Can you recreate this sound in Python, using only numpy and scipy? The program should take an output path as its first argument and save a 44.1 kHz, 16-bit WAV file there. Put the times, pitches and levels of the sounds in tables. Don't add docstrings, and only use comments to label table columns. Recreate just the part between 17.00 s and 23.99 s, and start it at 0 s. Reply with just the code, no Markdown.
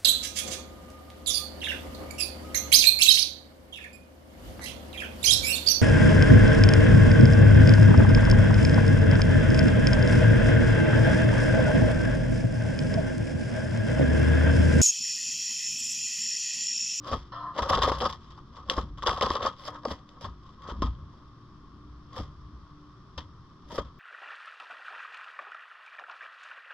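import sys
import numpy as np
from scipy import signal
from scipy.fft import rfft, irfft, next_fast_len
from scipy.io import wavfile
from scipy.ndimage import uniform_filter1d

SR = 44100
rng = np.random.default_rng(int(sys.argv[2]) if len(sys.argv) > 2 else 0)


def volts_from_db(level):
    exponent = np.asarray(level, float) / 20
    return 10 ** exponent


def store_pcm(level_fs):
    pcm = np.round(np.clip(level_fs, -1, 1) * 32767).astype(np.int16)
    wavfile.write(sys.argv[1], SR, np.atleast_2d(pcm).T)


N = 308259
SIZE = next_fast_len(N + SR // 4)
HZ = np.arange(SIZE // 2 + 1) * SR / SIZE + 1e-3
TIME = np.arange(N) / SR


def unit(x):
    return x / np.sqrt(np.mean(np.abs(x) ** 2))


def across(table, column):
    table = np.array(table, float)
    return np.interp(np.log(HZ), np.log(table[:, 0]), table[:, column])


def walk(rate):
    hold = int(SR / rate)
    steps = np.repeat(rng.standard_normal(N // hold + 1), hold)
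    return unit(uniform_filter1d(uniform_filter1d(steps, hold), hold)[:N])


def ring(modes):
    rows = []
    for k, (hz, width, db) in enumerate(modes):
        rows.append((-1) ** k * volts_from_db(db) / (1 + 1j * (HZ - hz * hz / HZ) / width))
    return np.array(rows)


def heard(push, body, case, blows=0, roam_db=0, roam_rate=12):
    alike, scatter, direct = case
    whole = body.sum(0)
    norm = np.sqrt(np.mean(np.abs(whole) ** 2 * (np.abs(alike) ** 2 + np.abs(scatter) ** 2)))
    push = push / norm
    struck = whole * direct
    peak = np.abs(irfft(struck.mean(0), SIZE)).max()
    struck = struck * rfft(blows + np.zeros(N), SIZE) / peak
    modes = body if roam_db else whole[None]
    sound = sum(rfft(push * volts_from_db(roam_db * walk(roam_rate)), SIZE) * mode for mode in modes)
    swell = np.sqrt(np.abs(uniform_filter1d(push ** 2, size=40, origin=19)))
    scattered = rfft(swell * rng.standard_normal((2, N)), SIZE) * whole
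    return irfft(sound * alike + scattered * scatter + struck, SIZE)[:, :N]


def snaps(rate, spread_db, smooth):
    hit = rng.random(N) < rate / SR
    size = volts_from_db(spread_db * np.minimum(rng.exponential(size=N), 3))
    size = size * np.sign(rng.standard_normal(N))
    return unit(unit(hit * size) + smooth * rng.standard_normal(N))


# top in seconds, top level in dB, half length in seconds, grit in dB, depth in dB.
STROKES = [(.075, -33, 0.031, 3.5, 1), (0.133, -20.5, 0.017, -0.5, 5.5), (0.59, -22.5, 0.023, -1.5, -2),
           (0.654, -29, 0.018, -2, 0), (0.739, -18.5, 0.034, 0, -4.5), (0.839, -18, 0.0308, -5.5, 0.5),
           (0.882, -22.5, 0.031, 2, 1.5), (1.024, -28, 0.034, 1, 6), (1.054, -22, 0.025, -0.5, -2.5),
           (1.572, -39.5, 0.044, -1, -4), (1.78, -26.5, 0.031, 2, 1.5), (2.084, -18, 0.019, 4, -8),
           (2.127, -30, 0.021, 4, -1), (2.179, -28.5, 0.024, -1.5, -5.5), (2.264, -24.5, 0.071, 0, -1.5),
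           (2.465, -23.5, 0.036, -1.5, -9), (2.683, -36, 0.049, 3.5, -2), (2.757, -36, 0.033, -5.5, -8),
           (2.91, -35, 0.039, 5.5, 0.5), (3.169, -41.5, 0.021, -12, -4), (3.251, -31.5, 0.025, 1.5, -2.5),
           (3.698, -33.5, 0.055, -2.5, -4.5), (5.187, -37, 0.042, 6, 3), (6.748, -44, 0.041, 12.5, 10.5),
           (0.171, -40.5, 0.054, 5.5, -22), (0.7, -27.5, 0.0073, 12, 10.5), (0.974, -37.5, 0.045, -1, -7.5),
           (1.095, -35, 0.034, 5.5, -3), (1.218, -53.5, 0.207, 4.5, -10), (1.706, -35, 0.024, 4, 7),
           (2.033, -32.5, 0.0101, -5, 0), (2.228, -20, 0.0057, 9.5, 4), (2.402, -31.5, 0.028, -14.5, 0),
           (2.611, -50.5, 0.1, 8, -1), (2.663, -46, 0.033, 13, -12), (2.724, -33.5, 0.02, -20, -3),
           (2.838, -39, 0.0074, -20, -5), (2.886, -35.5, 0.038, 2.5, 4), (3.11, -56, 0.051, 8, 3),
           (3.282, -42, 0.024, -6, -18), (3.463, -55.5, 0.25, 2, -10), (4.14, -57.5, 0.22, -0.5, -3),
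           (6.687, -52.5, 0.012, 8.5, -8), (3.74, -40, 0.017, -12, -13), (3.86, -41.5, 0.071, -2, -9),
           (5.149, -44.5, 0.027, -6, 0), (5.173, -37.5, 0.0086, -11, 4), (5.215, -46, 0.028, 5, -7),
           (6.721, -37.5, 0.015, 9, 11.5), (6.828, -44, 0.049, -1.5, -10)]
# start in seconds, peak level in dB, 60 dB decay in seconds, grit in dB.
TEARS = [(0.046, -41, 0.094, -9), (0.115, -30, 0.11, 1), (0.564, -36, 0.065, -17), (0.622, -24, 0.11, 3),
         (0.69, -24.5, 0.113, -12), (0.777, -21.5, 0.11, -3), (0.818, -23, 0.17, 11.5),
         (0.915, -24.5, 0.15, 2), (.985, -44.5, 0.075, 19.5), (1.001, -34.5, .1, 8.5),
         (1.126, -41, 0.202, 6), (1.304, -49, 0.337, 3.5), (1.379, -43, 0.1124, 2), (1.7, -34, 0.43, 5.5),
         (1.768, -27, 0.064, -2), (1.826, -45, 0.05, 5), (1.974, -43.5, 0.17, 6), (2.026, -26, 0.058, -0.5),
         (2.063, -22.5, 0.24, 7.5), (2.213, -21, 0.19, 0), (2.305, -35, 0.1566, 11),
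         (2.351, -27, 0.16, -4.5), (2.42, -29.5, 0.23, 2.5), (2.775, -43, 0.056, -6),
         (2.849, -30, 0.044, -3), (3.208, -45.5, 0.054, 15.5), (3.618, -50, 0.14, 8),
         (3.822, -22, 0.083, 0), (6.176, -36.5, 0.17, 4.5), (6.702, -40, 0.147, 4.5),
         (6.777, -27.5, 0.15, -2.5)]
# start in seconds, crackle peak in dB,
# wall above it in dB, boom above it in dB.
SNAPS = [(0.5644, -44, 9.5, 7), (0.5849, -31.5, 9, 0), (0.6214, -31.5, -6, -3), (0.701, -25, -6.5, -11.5),
         (0.7059, -34.5, 7.5, 11.5), (0.8194, -24.5, -1, -14), (0.8326, -19.5, 0, -9.5),
         (0.8408, -29.5, 11, -4), (0.874, -36, 12, 8), (0.8863, -34.5, 6, -5), (1.009, -29.5, -14, -3.5),
         (1.0554, -32.5, 9, -1.5), (2.0709, -21, -5, -10), (2.164, -42, -1, -3), (2.312, -36.5, -5.5, -6.5),
         (2.3364, -38.5, -6, 4), (2.4272, -36, -2, 8.5), (2.451, -43.5, 18, 9), (2.463, -32, 5, 0),
         (5.165, -49.5, 8.5, 3), (5.1843, -46.5, -4, -19), (0.7275, -37, 14, 0.5), (0.774, -30.5, 0, 0),
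         (0.9177, -34.5, 8.5, 6), (0.9842, -39, -7.5, -14.5), (1.0183, -29, -10, 1),
         (1.127, -34.5, -3.5, -30.5), (1.376, -51, 7, -8.5), (1.6988, -13, -37.5, -26),
         (1.7818, -38.5, 11.5, 4), (1.9748, -52, 5, -6), (2.023, -35.5, -4, -11.5),
         (2.0624, -28.5, 1.5, -1.5), (2.0933, -23.5, 7, -6.5), (2.175, -32.5, 1.5, -5.5),
         (2.2108, -22, -3.5, -7), (2.223, -22, -3, -1.5), (2.3038, -25.5, 0.5, -11.5),
         (2.353, -28.5, 1.5, -1.5), (2.3676, -32.5, 4.5, -6), (2.853, -31.5, 7, 4), (2.9117, -36.5, -8, -2),
         (3.091, -46.5, -18, -14), (3.21, -47.5, -5, -1.5), (3.244, -44.5, 15, -9), (3.8208, -34.5, 9, -1),
         (5.2017, -44.5, -15, 3.5), (6.1775, -45, 0, 6), (6.781, -33, 1.5, 6.5),
         (0.5497, -49, 0, 10.5), (0.5777, -34, 3.5, -13), (0.6293, -31, 0.5, -2.5), (0.6926, -28, -5, -6.5),
         (.7334, -25.5, 5, -9), (0.7529, -32, -6, -4.5), (0.7815, -31.5, -3, 6), (0.8595, -31.5, 1.5, -6.5),
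         (0.8964, -30, 1.5, -4), (0.9227, -35.5, 1.5, -2), (1.0039, -32.5, -6, -6.5),
         (1.0951, -39.5, 1.5, -7), (1.9835, -48.5, 0.5, -5.5), (2.034, -33.5, -5.5, -7),
         (2.0767, -24, 3, -4.5), (2.0823, -27.5, -5, -12.5), (2.113, -31.5, 4.5, 0),
         (2.131, -34.5, -2.5, -8), (2.2362, -29.5, 6.5, -5.5), (2.2645, -31, 3.5, 0),
         (2.4204, -38.5, 0.5, 4), (2.475, -32.5, 4, -5), (2.5883, -55.5, -11, -10), (2.595, -47, -12, -14),
         (2.6175, -51.5, -11, -10), (2.6378, -44.5, -5, -14), (2.6517, -42.5, -2, -25), (2.68, -40, 9, 2),
         (2.745, -48, -2, -11), (2.8337, -51, 7, -1)]
RAKE_RISE_DB, RAKE_FALL_DB = 15.5, 13
RAKE_TAIL_DB, RAKE_TAIL_T60_S = -21.5, 0.18
TEAR_DEPTH_PER_GRIT = -0.59
SPLINTER_S, SPLINTER_SIZE = 0.0015, 0.37


def effort(grit, depth, snap_column, rake_db, tear_db, snap_db, build_s, tail_db=0):
    power, blows = np.zeros(N), np.zeros(N)
    for top, db, half, grit_db, depth_db in STROKES:
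        span = slice(max(int((top - .2) * SR), 0), int((top + .4) * SR))
        t = TIME[span] - top
        db = db + grit * grit_db + depth * depth_db + rake_db
        stroke = np.where(t < 0, RAKE_RISE_DB, RAKE_FALL_DB) * np.abs(t / half) ** 0.83
        tail = (t > 0) * volts_from_db(db + RAKE_TAIL_DB + tail_db - 60 * t / RAKE_TAIL_T60_S) ** 2
        power[span] += volts_from_db(db - stroke) ** 2 + tail
    for s, db, t60, grit_db in TEARS:
        start = int(s * SR)
        t = TIME[:min(SR // 5, N - start)]
        db = db + (grit + depth * TEAR_DEPTH_PER_GRIT) * grit_db + tear_db
        decay = volts_from_db(db - 60 * t / np.clip(t60, .02, .4))
        power[start:start + len(t)] += (decay * (1 - np.exp(-t / build_s))) ** 2
    breaks = SNAPS
    splinter = SPLINTER_SIZE * rng.standard_normal((len(breaks), 256)) * np.exp(-TIME[:256] / SPLINTER_S)
    splinter[:, 0] = 1
    for row, shape in zip(breaks, splinter):
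        start = int(row[0] * SR)
        above_db = row[snap_column] if snap_column > 1 else 0
        blows[start:start + len(shape)] += shape * volts_from_db(row[1] + above_db + snap_db)
    return np.sqrt(power), blows


# pitch in Hz, width in Hz, level in dB.
ROLL_WALL = [(877, 83, 0), (1002, 239, 2.5), (1070, 161, 5), (1230, 41.6, -1), (1261.6, 32, 3),
             (1643, 350, -6.5)]
# pitch in Hz, width in Hz, level in dB.
ROLL_BOOM = [(420.4, 152, -3), (454.6, 85.5, 2), (533, 85, 1.5), (675, 238, -6), (756.3, 41.3, -0.5)]
# pitch in Hz, width in Hz, level in dB.
FLUTES = [(1940, 380, 2.5), (3260, 20, 10), (3180, 840, 2.5), (4197, 95, 3.5), (4785, 230, -0.5),
          (5170, 260, 9.5), (7420, 1300, 8.5)]
RUSTLE_FOLLOWS = 0.77
RUSTLE_REST_DB = -100


def cardboard(case):
    flicker = walk(70)
    coarse = snaps(rate=1500, spread_db=0.5, smooth=0.81) * volts_from_db(2.2 * flicker)
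    crisp = snaps(rate=1100, spread_db=4.0, smooth=0.65) * volts_from_db(2.15 * flicker + 1.4 * walk(150))
    edge_tone = (1 / (1 - 1j * 1900 / HZ)) ** 3 / (1 + 1j * HZ / 5500) ** 2
    edge = edge_tone * np.vstack([np.ones(len(HZ)), ring(FLUTES)])
    fine = (1 / (1 - 1j * 8000 / HZ)) ** 6 / (1 + (HZ / 13200) ** 12)
    wall = effort(0, 0, snap_column=2, rake_db=-4.0, tear_db=-3.0, snap_db=-3.5, build_s=0.001)
    torn = effort(0.95, 0, snap_column=1, rake_db=-13.0, tear_db=-12.0, snap_db=-1.0, build_s=0.003,
                  tail_db=5.5)
    boom = effort(0, 0.88, snap_column=3, rake_db=-8.5, tear_db=-11.0, snap_db=-0.5, build_s=0.01)
    stir, flicks = effort(1.9, 0, snap_column=1, rake_db=-55.5, tear_db=-59.0, snap_db=-32.0, build_s=0.0019,
                          tail_db=-11.0)
    rustle = np.maximum(stir - volts_from_db(RUSTLE_REST_DB), 0) ** RUSTLE_FOLLOWS, flicks
    parts = [(wall, coarse, ring(ROLL_WALL), 1.2),
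             (torn, crisp, edge, 3.5),
             (boom, coarse, ring(ROLL_BOOM), 1.2),
             (rustle, crisp, fine[None], 2.5)]
    return sum(heard(grain * force, body, case, blows, roam_db)
               for (force, blows), grain, body, roam_db in parts)


# start in seconds, peak level in dB.
CRACKS = [(.045, -52), (.075, -47), (.116, -45), (.5785, -46), (.6235, -42), (.6925, -40), (.7015, -35),
          (.82, -38), (.8325, -39), (.9865, -44), (1.0105, -40), (1.6992, -27), (1.7695, -46),
          (2.0635, -32), (2.0712, -32), (2.2125, -40), (2.225, -35), (2.353, -43), (2.368, -48),
          (2.4635, -43.5), (2.6525, -45), (2.852, -42.5), (3.822, -41.5), (6.178, -44)]
# pitch in Hz, width in Hz, level in dB.
CRACK_MODES = [(4730, 780, -1), (6360, 2100, 7)]
CRACK_S = 0.0016


def cracks(case):
    blows = np.zeros(N)
    bursts = rng.standard_normal((len(CRACKS), 256)) * np.exp(-TIME[:256] / CRACK_S)
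    for (s, db), burst in zip(CRACKS, bursts):
        start = int(s * SR)
        blows[start:start + 256] += volts_from_db(db) * burst / np.sqrt(np.sum(burst ** 2)) * 2
    body = ring(CRACK_MODES) / (1 + 1j * HZ / 7000) ** 3
    return heard(np.zeros(N), body, case, blows)


# top in seconds, top level in dB, half length in seconds.
RASPS = [(.12, -48, 0.031), (1.066, -46, 0.017), (2.595, -59, 0.022), (2.662, -48.5, .03),
         (2.87, -56, 0.022), (5.2, -56, 0.018), (6.75, -56.5, 0.03)]
# pitch in Hz, width in Hz, level in dB.
RASP_MODES = [(4580, 210, -0.5), (5250, 270, -0.5)]


def rasp(case):
    force = sum(volts_from_db(db - 13 * ((TIME - top) / half) ** 2) for top, db, half in RASPS)
    ticks = snaps(rate=3100, spread_db=6.0, smooth=.6)
    return heard(force * ticks, ring(RASP_MODES), case, roam_db=2.0, roam_rate=40)


# pitch in Hz, width in Hz, half the level in dB.
SLIDE = [(560, 94, -7), (700, 55, -3.5), (998, 148, -4.5), (1028, 57.8, -4), (1210, 33, -1.5),
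         (1321, 73, -2.5), (1593, 150, -7), (1750, 260, -6), (3100, 660, -0.5), (4160, 270, 0),
         (5060, 810, -2.5)]
SKID_S, SKID_LENGTH_S, SKID_EDGE_S, SKID_STOP_S = 0.317, 0.24, 0.0023, 0.071
SKID_DB, SKID_SAG_DB_PER_S = -36.5, 20
SKID_TREBLE_DB, SKID_TREBLE_SAG_DB_PER_S = -16.5, 37


def skid(case):
    t = TIME - SKID_S
    contact = np.clip(np.minimum(t / SKID_EDGE_S, (SKID_LENGTH_S - t) / SKID_STOP_S), 0, 1)
    contact = contact * volts_from_db(SKID_DB - SKID_SAG_DB_PER_S * (t - 0.1085) - 2.5)
    friction = contact * rng.standard_normal(N)
    treble = friction * volts_from_db(SKID_TREBLE_DB - SKID_TREBLE_SAG_DB_PER_S * np.clip(t, 0, 1))
    body = ring(SLIDE) ** 2
    high = np.array(SLIDE)[:, 0] > 2500
    low_groan = heard(friction, body[~high], case, roam_db=2.2, roam_rate=19.6)
    return low_groan + heard(treble, body[high], case, roam_db=2.5, roam_rate=24)


# start in seconds, peak level in dB, pitch in Hz.
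TAPS = [(.116, -21.5, 600), (.134, -15.5, 560), (.564, -27, 900), (0.624, -29, 300), (.6242, -19, 750),
        (.729, -19, 778), (0.774, -18, 370), (.7757, -18, 850), (.9175, -18, 428), (.918, -17, 900),
        (1.694, -31, 430), (1.714, -28.5, 330), (1.78, -21, 256), (2.2125, -19, 900), (2.212, -26, 432),
        (2.306, -18, 347), (2.351, -29, 452), (2.423, -29, 700), (2.4528, -15.5, 800), (2.852, -22.5, 700),
        (2.911, -27.5, 444), (3.688, -26.5, 490), (3.722, -33.5, 318), (3.79, -31, 190), (3.822, -15, 280),
        (5.201, -25, 264), (6.727, -29.5, 402), (6.78, -26, 480), (6.786, -16.5, 496)]
TAP_DB_PER_CYCLE = 11


def taps():
    out = np.zeros(N)
    t = TIME[:SR // 10]
    for s, db, hz in TAPS:
        start = int(s * SR)
        out[start:start + len(t)] += volts_from_db(db - TAP_DB_PER_CYCLE * hz * t) * np.sin(2 * np.pi * hz * t)
    return out * volts_from_db(np.array([[1.2], [-1.2]]))


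# start in seconds, peak level in dB, pitch in Hz, 60 dB decay in seconds.
THUMPS = [(0.123, -27, 71, 0.16), (0.618, -31, 61, 0.22), (0.706, -29, 83, 0.21),
          (0.761, -27.5, 50.3, 0.57), (0.837, -26.5, 62.2, 0.67), (1.67, -40, 67, 0.37),
          (1.776, -25, 58, 0.31), (1.824, -32, 61, 0.43), (1.896, -36.5, 44, 0.75),
          (2.085, -28.5, 67, 0.18), (2.301, -33.5, 68.4, 0.29), (2.874, -35.5, 248, 0.14),
          (2.912, -30.5, 262, 0.073), (3.24, -35, 93.8, 0.3), (3.28, -36, 55, .5), (3.718, -33, 57.2, 0.77),
          (3.799, -29.5, 57.6, 0.44), (3.839, -21, 58.4, 0.27), (3.845, -32, 160, .15),
          (3.873, -30.5, 59, 0.3), (5.189, -31.5, 96, 0.16), (5.209, -32, 56.7, 0.24), (5.53, -42, 60, .5),
          (6.174, -34, 69, 0.37), (6.792, -29, 59.2, 0.19)]
# pitch in Hz, width in Hz, level in dB.
JOISTS = [(33, 25, -13), (54.14, 19, -2.5), (80.3, 30, -3), (154.9, 28.4, -10.5)]
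# pitch in Hz, width in Hz, level in dB.
PLANK = [(193, 51, 3), (280, 110, -1)]
REST_JOIST_DB, REST_PLANK_DB = -56.5, -60.5
WORK_JOIST_DB, WORK_PLANK_DB, WORK_LAG_S = -9.5, -14, 0.012
LAND_JOIST_DB, LAND_PLANK_DB, PLANK_T60_SHARE = -12, -11.5, 0.42
PLANK_DB_PER_OCTAVE = 6.5
BOOM_RISE_CYCLES = 0.085


def deck(case):
    keep = np.exp(-1 / (WORK_LAG_S * SR))
    force, _ = effort(0, 0.82, snap_column=1, rake_db=-4.5, tear_db=-1.0, snap_db=0, build_s=0.009)
    work = signal.lfilter([1 - keep], [1, -keep], force ** 2)
    sway = walk(2.5)
    joist = volts_from_db(REST_JOIST_DB + 5.3 * sway) ** 2 + volts_from_db(WORK_JOIST_DB) ** 2 * work
    plank = volts_from_db(REST_PLANK_DB + 1.2 * sway + 2.0 * walk(7)) ** 2 + volts_from_db(WORK_PLANK_DB) ** 2 * work
    shake = rng.standard_normal(N)
    knock = np.zeros(N)
    for s, db, hz, t60 in THUMPS:
        span = slice(int(s * SR), int(s * SR) + SR)
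        t = TIME[:len(knock[span])]
        rise = 1 - np.exp(-t * hz / BOOM_RISE_CYCLES)
        fall_db = 60 * t / max(t60, .05)
        knock[span] += volts_from_db(db - fall_db) * rise * np.sin(2 * np.pi * hz * t)
        joist[span] += (volts_from_db(db + LAND_JOIST_DB - 0.49 * fall_db) * rise) ** 2
        plank_db = db + LAND_PLANK_DB + PLANK_DB_PER_OCTAVE * np.log2(hz / 60)
        plank[span] += (volts_from_db(plank_db - fall_db / PLANK_T60_SHARE) * rise) ** 2
    rumble = heard(shake * np.sqrt(joist), ring(JOISTS), case)
    rumble = rumble + heard(shake * np.sqrt(plank), ring(PLANK), case)
    return rumble + knock * volts_from_db(np.array([[.5], [-.5]]))


# frequency in Hz, level in dB per Hz.
AIR = [(25, 6), (60, -2), (150, 8), (250, -9), (380, -5.5), (480, -15), (650, -17), (930, -17.5),
       (1180, -10.5), (2000, -16), (4300, -17), (5300, -15.5), (6300, -16), (9000, -13), (15000, -25.5)]
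# multiple of the hum pitch, rms level in dB.
HUM = [(1, -61.5), (2, -64), (5, -64.5), (6, -73)]
HUM_HZ, HUM_BREAK_DB = 59.2, 5.5
AIR_DB, AIR_SWELL_DB = -53.5, 0.8


def air(case):
    breath = rng.standard_normal(N) * volts_from_db(AIR_SWELL_DB * walk(0.64))
    hush = heard(breath, volts_from_db(across(AIR, 1))[None], case)
    turn = 2 * np.pi * np.cumsum(HUM_HZ * (1 + 0.003334 * walk(6))) / SR
    hum = sum(volts_from_db(db + HUM_BREAK_DB * walk(9) - 2) * np.sqrt(2) * np.sin(k * turn) for k, db in HUM)
    return volts_from_db(AIR_DB) * hush + hum


def causal(db):
    fold = irfft(db * np.log(10) / 20, SIZE)
    fold[1:SIZE // 2] *= 2
    fold[SIZE // 2 + 1:] = 0
    return np.exp(rfft(fold))


# frequency in Hz, gain in dB, left minus right in dB, left lead in radians, likeness from 0 to 1.
CASE = [(800, -12, 3.6, 0.2, 0.85), (1100, 0, 2.4, 0.2, 0.98), (1500, -15, 0.2, 0.1, 0.75),
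        (1950, -18, -0.3, -0.5, 0.75), (2300, -24, 4.4, -1.4, 0.69), (2800, -23, 6.3, -1.3, 0.65),
        (3300, -16, 8.6, -0.7, 0.84), (3900, -20, 6.6, 0.2, 0.6), (4700, -20, -1.3, 1.0, 0.81),
        (5400, -20, -8.8, 2.7, 0.63), (6500, -33, -3.8, 3.6, 0.42), (8500, -46, 3.2, 4.3, 0.33),
        (12000, -48, 1.2, 4.4, 0.26), (15300, -56, -1.5, 4.4, 0.09)]


def ports(scatter):
    side = np.array([[.5], [-.5]])
    balance = volts_from_db(side * across(CASE, 2) * HZ / (HZ + 300))
    lead = np.exp(1j * side * across(CASE, 3) * HZ / (HZ + 200))
    direct = causal(across(CASE, 1)) * balance * lead
    alike = np.clip(across(CASE, 4), 0, 1) ** (scatter * HZ / (HZ + 2500))
    return direct * np.sqrt(alike), direct * np.sqrt(1 - alike), direct


def scene():
    case = ports(scatter=3.0)
    roll = cardboard(case) + cracks(case) + rasp(case) + skid(case)
    boards = taps() + deck(case)
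    return roll + boards + air(ports(scatter=6.3))


def band_limit(x):
    return signal.sosfilt(signal.butter(12, 15500, fs=SR, output="sos"), x)


def record(dry):
    hiss = np.diff(rng.standard_normal((2, N + 1)))
    return band_limit(dry + volts_from_db(-103) * hiss)


dry = scene()
out = record(dry)
store_pcm(out)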